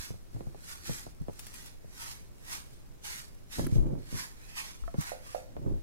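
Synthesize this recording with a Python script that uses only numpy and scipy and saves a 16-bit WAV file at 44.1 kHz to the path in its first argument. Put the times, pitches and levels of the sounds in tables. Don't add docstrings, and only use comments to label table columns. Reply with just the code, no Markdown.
import sys
import numpy as np
from scipy import signal
from scipy.fft import rfft, irfft, next_fast_len
from scipy.io import wavfile
from scipy.ndimage import uniform_filter1d, map_coordinates

SR = 44100
rng = np.random.default_rng(int(sys.argv[2]) if len(sys.argv) > 2 else 0)


def store_pcm(level_fs):
    pcm = np.round(np.clip(level_fs, -1, 1) * 32767).astype(np.int16)
    wavfile.write(sys.argv[1], SR, np.atleast_2d(pcm).T)


N = 256969


def amp(db):
    return 10 ** (np.asarray(db) / 20)


def unit(x):
    return x / np.sqrt(np.mean(x ** 2) + 1e-20)


def along(points, hz):
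    f, v = np.transpose(points)
    return np.interp(np.log(hz + 1), np.log(f + 1), v)


def curve(rows):
    return np.interp(np.arange(N) / SR, *np.transpose(rows))


def wobble(rate):
    values = rng.standard_normal(int(N * rate / SR) + 4)
    return map_coordinates(values, [np.arange(N) * rate / SR])


def filtered(x, response):
    size = next_fast_len(N + SR // 2)
    return irfft(rfft(x, size) * response(np.fft.rfftfreq(size, 1 / SR)), size)[..., :N]


def coloured(x, points, size=8192):
    gain = amp(along(points, np.fft.rfftfreq(size, 1 / SR)))
    cepstrum = irfft(np.log(gain))
    cepstrum[1:size // 2] *= 2
    cepstrum[size // 2 + 1:] = 0
    return signal.fftconvolve(x, irfft(np.exp(rfft(cepstrum))))[:N]


def grains(rate, spread_db):
    hits = rng.random(N) < rate / SR
    return unit(hits * rng.choice([-1, 1], N) * amp(spread_db * rng.standard_normal(N)))


def stereo(mid, side, right_db):
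    return np.array([(mid + side) * amp(-right_db / 2), (mid - side) * amp(right_db / 2)])


def add(track, s, sound):
    part = track[round(s * SR):][:len(sound)]
    part += sound[:len(part)]


def kitchen_air():
    # f/Hz, level/dB
    colour = [(35, -0.5), (70, -7.5), (140, -10), (200, -14.5), (380, -19), (950, -29.5), (1400, -31.5),
              (3000, -37), (9000, -42), (16000, -41.5)]
    # f/Hz, level/dB
    width = [(40, 4), (90, 10.5), (150, -2), (350, 3.5), (600, 4), (4000, -3.5), (12000, -1)]
    mid = unit(coloured(rng.standard_normal(N), colour))
    side = unit(coloured(rng.standard_normal(N), colour))
    side = filtered(side, lambda hz: amp(along(width, hz)))
    return amp(-55.5) * stereo(mid, side, right_db=0.1215)


def peeling(slide_db=-74, crunch_db=-10):
    # t/s at full bite, rise/s per 20 dB, hold/s, level/dB
    strokes = [(0.003, 2.6276, 0.05, -49), (0.33, 0.0078, 0.1467, -69), (0.7, 0.125, 0.03, -50.3),
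               (0.865, 0.06, 0.125, -47.5), (1.393, 0.1532, 0.1724, -59), (1.54, 0.0119, 0.13411, -55.5),
               (2.02, 0.115, 0.095, -48.5), (2.532, 0.095, 0.0066, -43.7), (2.702, 0.0449, 0.06514, -69),
               (3.05, 0.026, 0.136, -47.2), (3.53, 0.033, 0.085, -48.8), (3.725, 0.06, 0.035, -59.5),
               (4.185, 0.125, 0.025, -45.7), (4.5, 0.42, 0.07, -62), (4.572, 0.036, 0.03, -46),
               (4.657, 0.0243, 0.05808, -56), (4.86, 0.5249, 0.05874, -70), (5.011, 0.0503, 0.09, -50.8),
               (5.268, 0.08, 0.11, -58.6)]
    # t/s, nearness from 0 to 1
    nearness = [(0, 0.0), (3.4, 0.23), (4.2, 0.61), (5.1, 1.0), (5.83, 0.35)]
    # f/Hz, level/dB
    flesh = [(150, -42.5), (550, -17), (850, -7), (1800, -2), (3100, -4), (4400, 0), (6200, 1),
             (8000, -0.5), (11000, -0.5), (14000, -6.5), (16000, -18)]
    # f/Hz, level/dB
    firm_flesh = [(700, -35), (1100, -7), (1900, 0), (3200, -8), (5500, -3), (11000, -18)]
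    # f/Hz, width/Hz, level/dB
    hollow_tones = [(919.6, 200, 4.5), (2219.2, 830.7, -3.5)]
    # f/Hz, level/dB
    width = [(300, 0), (900, 10), (2000, 7), (4400, 5), (7000, 3), (12000, 1.5)]
    # f/Hz, right minus left/dB
    lean = [(300, 5.5), (900, 4.5), (2500, 4), (6000, 0), (12000, 1)]

    def hollow(f):
        return sum(amp(db) * 1j * f * w / (c * c - f * f + 1j * f * w) for c, w, db in hollow_tones)

    near = curve(nearness)
    effort = gestures(strokes, sag_db_per_s=11.5, release_db_per_s=174)
    effort = np.hypot(effort, amp(slide_db))
    cut = effort * amp(0.8 * wobble(60) + 0.5 * wobble(330))
    crackle = grains(rate=400, spread_db=2.5)
    depth = amp(crunch_db) * effort / effort.max()
    paths = []
    for _ in range(2):
        cells = grains(rate=2600, spread_db=0.0) + .5 * rng.standard_normal(N)
        cells += .5 * crackle * rng.choice([-1, 1], N)
        tear = nearby(coloured(cells, flesh), echo_db=-14)
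        tear = unit(patchy(tear, depth_db=3.0))
        crunch = unit(coloured(grains(rate=900, spread_db=2.0), firm_flesh))
        paths.append(cut * (tear + near * filtered(tear, hollow) + depth * crunch))
    mid, side = paths
    side = filtered(side, lambda hz: amp(along(width, hz))) * amp(2.406 * near)
    scrape = stereo(mid, side, right_db=1) + amp(-16) * room(side)
    return filtered(scrape, lambda hz: amp(np.outer([-.5, .5], along(lean, hz))))


def gestures(rows, sag_db_per_s, release_db_per_s):
    gain = np.zeros(N)
    for s, rise, hold, db in rows:
        t = np.arange(N) / SR - s
        fall = sag_db_per_s * np.clip(t, 0, hold) + release_db_per_s * np.maximum(t - hold, 0)
        gain = np.hypot(gain, amp(db + 20 * np.minimum(t, 0) / rise - fall))
    return gain


def nearby(x, echo_db, drift_s=.0003):
    t = np.arange(N) / SR
    delays = rng.uniform(.0006, .008, size=6)
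    return x + amp(echo_db) * sum(np.interp(t - d - drift_s * wobble(3), t, x) for d in delays)


def patchy(x, depth_db):
    hz, _, spectra = signal.stft(x, SR, nperseg=1024)
    patches = uniform_filter1d(rng.standard_normal(spectra.shape), size=5, axis=0)
    patches = uniform_filter1d(patches, size=9, axis=1)
    reach = 1 / (1 + (hz[:, None] / 11000) ** 2)
    return signal.istft(spectra * amp(depth_db * reach * unit(patches)), nperseg=1024)[1][:N]


def room(x):
    # f/Hz, t60/s (t60 is the time to fade by 60 dB)
    ring_times = [(200, 0.5407), (2000, 0.3408), (12000, 0.3376)]
    hz, t, spectra = signal.stft(rng.standard_normal((2, SR // 2)), SR, nperseg=256)
    fade = amp(-60 * t / along(ring_times, hz)[:, None])
    tail = signal.istft(spectra * fade, SR, nperseg=256)[1]
    return signal.fftconvolve(x[None], tail / np.linalg.norm(tail[0]), axes=1)[:, :N]


def bumps(tap_t60=0.06473, chatter=0.06315, lurch_hz=32.977):
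    # t/s, thud level/dB, thud f/Hz, tap level/dB
    hits = [(0.104, -27, 120, -39.5), (0.141, -33, 100, -46), (0.346, -27, 110, -47),
            (0.362, -30, 100, -41), (0.407, -36, 150, -34), (0.469, -26, 110, -42),
            (0.546, -43.5, 125.1, -39), (0.894, -23, 125, -32.5), (0.91, -32, 120, -40),
            (1.066, -37, 109.3, -36), (1.21, -24.5, 135.1, -49), (1.283, -28, 150.4, -32),
            (1.296, -38, 99.74, -36.5), (1.844, -38, 110.2, -48), (3.583, -23, 125, -33),
            (3.594, -24, 150, -24), (3.641, -20, 125, -38), (3.723, -14.5, 102, -41),
            (3.757, -11, 108, -41), (3.789, -18, 115, -40), (4.125, -29, 150, -47),
            (4.141, -24.5, 125, -50), (4.942, -27, 130, -30), (4.983, -15, 145, -45),
            (5.566, -31, 58.96, -31.5), (5.662, -24, 150, -42)]
    # t/s, level/dB
    lurches = [(1.2, -32), (3.778, -13), (4.82, -25.5), (5.72, -23)]
    # f/Hz, level/dB
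    case = [(60, -29.5), (200, -3.5), (370, 3.5), (560, 3), (1000, -9), (1400, -20.5), (2200, -26.5),
            (9000, -49.5)]
    t = np.arange(SR // 5) / SR
    tap_peak = np.abs(coloured(np.ones(1), case)).max()
    paths = []
    for thud_share, tap_share in [(.4, 0.6221), (.9, 1.0)]:
        thuds, taps = np.zeros(N), np.zeros(N)
        for s, thud_db, hz, tap_db in hits:
            add(thuds, s, amp(thud_db) * swing(hz, cycles=5.449, rise_s=0.001374, uneven=0.8627))
            tail = chatter * rng.standard_normal(len(t)) * amp(-60 * t / tap_t60)
            add(taps, s, amp(tap_db) * ((t == 0) + tail))
        for s, db in lurches:
            add(thuds, s, amp(db) * swing(lurch_hz, cycles=5.696, rise_s=0.004845, uneven=0.443))
        paths.append(thud_share * thuds + tap_share * coloured(taps, case) / tap_peak)
    mid, side = paths
    return stereo(np.roll(mid, SR // 1000), side, right_db=1.5)


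def swing(hz, cycles, rise_s, uneven):
    t = np.arange(SR // 5) / SR
    turns = hz * t
    drift = np.interp(turns, np.arange(40) / 2, rng.standard_normal(40))
    fade = amp(-30 * turns / cycles)
    return np.sin(2 * np.pi * turns + uneven * drift) * (1 - np.exp(-t / rise_s)) * fade


def rubbing():
    # t/s at full pressure, rise/s per 20 dB, hold/s, level/dB
    drags = [(0.35, 0.0408, 0.14794, -48), (0.9, 0.0522, 0.01016, -44), (3.595, 0.0317, 0.085, -34.5),
             (3.765, 0.05, 0.04, -34), (3.86, 0.1, 0.095, -32.5), (4.14, 0.07, 0.02, -43),
             (5.675, 0.14, 0.05, -34)]
    # f/Hz, level/dB
    mid_colour = [(15, -14), (32, 0), (70, -11), (140, -5.5), (190, -11.5), (330, -9), (430, -19.5),
                  (600, -23.5), (760, -35), (1400, -46), (4000, -81.5)]
    # f/Hz, level/dB
    side_colour = [(15, -9), (40, -4), (95, -2), (145, -2.5), (195, -12), (340, -23), (520, -16),
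                   (720, -32), (950, -28), (1300, -45.5), (4000, -83)]
    drag = gestures(drags, sag_db_per_s=18.5, release_db_per_s=194) * amp(0.8 * wobble(55))
    slips = lambda: grains(rate=400, spread_db=2.0) + .5 * rng.standard_normal(N)
    mid = amp(-3.5) * unit(coloured(slips(), mid_colour))
    side = amp(1.5) * unit(coloured(slips(), side_colour))
    return drag * stereo(mid, side, right_db=2.0)


def skin_snaps(rise_s=0.001365):
    # t/s, level/dB, t60/s
    snaps = [(1.33, -51, 0.04), (1.391, -36, 0.06), (1.466, -35, 0.03), (1.539, -41, 0.0599),
             (1.658, -42.5, 0.04195), (3.047, -45, 0.048), (3.345, -51, 0.0307), (5.008, -35, 0.04657),
             (5.35, -45, 0.03)]
    track = amp(-80) * grains(rate=10, spread_db=3)
    t = np.arange(SR // 10) / SR
    for s, db, t60 in snaps:
        add(track, s, amp(db - 60 * t / t60) * (1 - np.exp(-t / rise_s)) * rng.standard_normal(len(t)))
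    crack = coloured(track, [(500, -9), (1500, -4.0), (6000, -3.0), (11000, -2), (16000, -5)])
    return stereo(0.9373 * crack, np.roll(crack, 5), right_db=-4) + amp(-8.5) * room(crack)


def case_clicks(crack_db=-10, crack_t60=0.00289):
    # t/s, level/dB
    clicks = [(3.667, -31.5), (3.670, -28.5)]
    # f/Hz, level/dB, t60/s
    tones = [(288.15, 2, 0.03142), (1570.2, -2, 0.003823), (10868, -0.5, 0.002192)]
    track, t = np.zeros(N), np.arange(SR // 20) / SR
    for s, db in clicks:
        ring = sum(amp(level - 60 * t / t60) * np.sin(2 * np.pi * hz * t) for hz, level, t60 in tones)
        crack = amp(crack_db - 60 * t / crack_t60) * rng.standard_normal(len(t))
        add(track, s, amp(db) * (ring + crack))
    return np.array([track, track])


def blade_rattles(crack_db=-5, crack_t60=0.012):
    # t/s, level/dB, lowest f/Hz set ringing, longest t60/s allowed
    clicks = [(4.838, -48, 1000, 0.04), (4.879, -39.5, 600, 0.1)]
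    # f/Hz, level/dB, t60/s
    tones = [(680, 2, 0.09), (1140, -3, 0.028), (1300, -0.5, 0.04), (1780, -7, 0.025)]
    track, t = np.zeros(N), np.arange(SR // 5) / SR
    for s, db, lowest_hz, longest_t60 in clicks:
        crack = amp(crack_db - 60 * t / crack_t60) * rng.standard_normal(len(t))
        add(track, s, amp(db) * (struck(tones, t, lowest_hz, longest_t60) + crack))
    track = coloured(track, [(1700, 0), (4000, -18)])
    return stereo(-.7 * track, .7 * track, right_db=0) + amp(-12) * room(track)


def struck(tones, t, lowest_hz, longest_t60):
    ring = np.zeros(len(t))
    for hz, db, t60 in tones:
        missed_db = 10 * np.log10(1 + (lowest_hz / hz) ** 16)
        start_db = db - missed_db + rng.normal(0, 1)
        ring += amp(start_db - 60 * t / min(t60, longest_t60)) * np.sin(2 * np.pi * hz * t)
    return ring


def bowl_knocks(rise_s=0.0016, contact_t60=0.04, clunk_db=-2):
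    # t/s, level/dB
    knocks = [(5.118, -35), (5.347, -31)]
    # f/Hz, level/dB, t60/s
    tones = [(515, -9, 0.3), (572, -3.5, 0.18), (620, 10.5, 0.04), (700, 5, 0.045), (802, -11, 0.14),
             (1290, -14, 0.05), (1394, -26, 0.6), (1700, -18, 0.04)]
    track, t = np.zeros(N), np.arange(SR // 2) / SR
    for s, db in knocks:
        contact = rng.standard_normal(len(t)) * amp(clunk_db - 60 * t / contact_t60)
        clunk = coloured(contact, [(300, -1.5), (650, 9.5), (1700, -8), (4000, -18)])[:len(t)]
        ring = struck(tones, t, lowest_hz=0, longest_t60=1)
        add(track, s, amp(db) * (ring + clunk) * (1 - np.exp(-t / rise_s)))
    return stereo(-.7 * track, track, right_db=-2) + amp(-7) * room(track)


def scene():
    apple = peeling() + skin_snaps()
    camera = bumps() + case_clicks() + rubbing()
    return apple + camera + bowl_knocks() + blade_rattles() + kitchen_air()


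def record(dry, top_hz=15850):
    return filtered(dry, lambda hz: hz < top_hz)


dry = scene()
out = record(dry)
store_pcm(out)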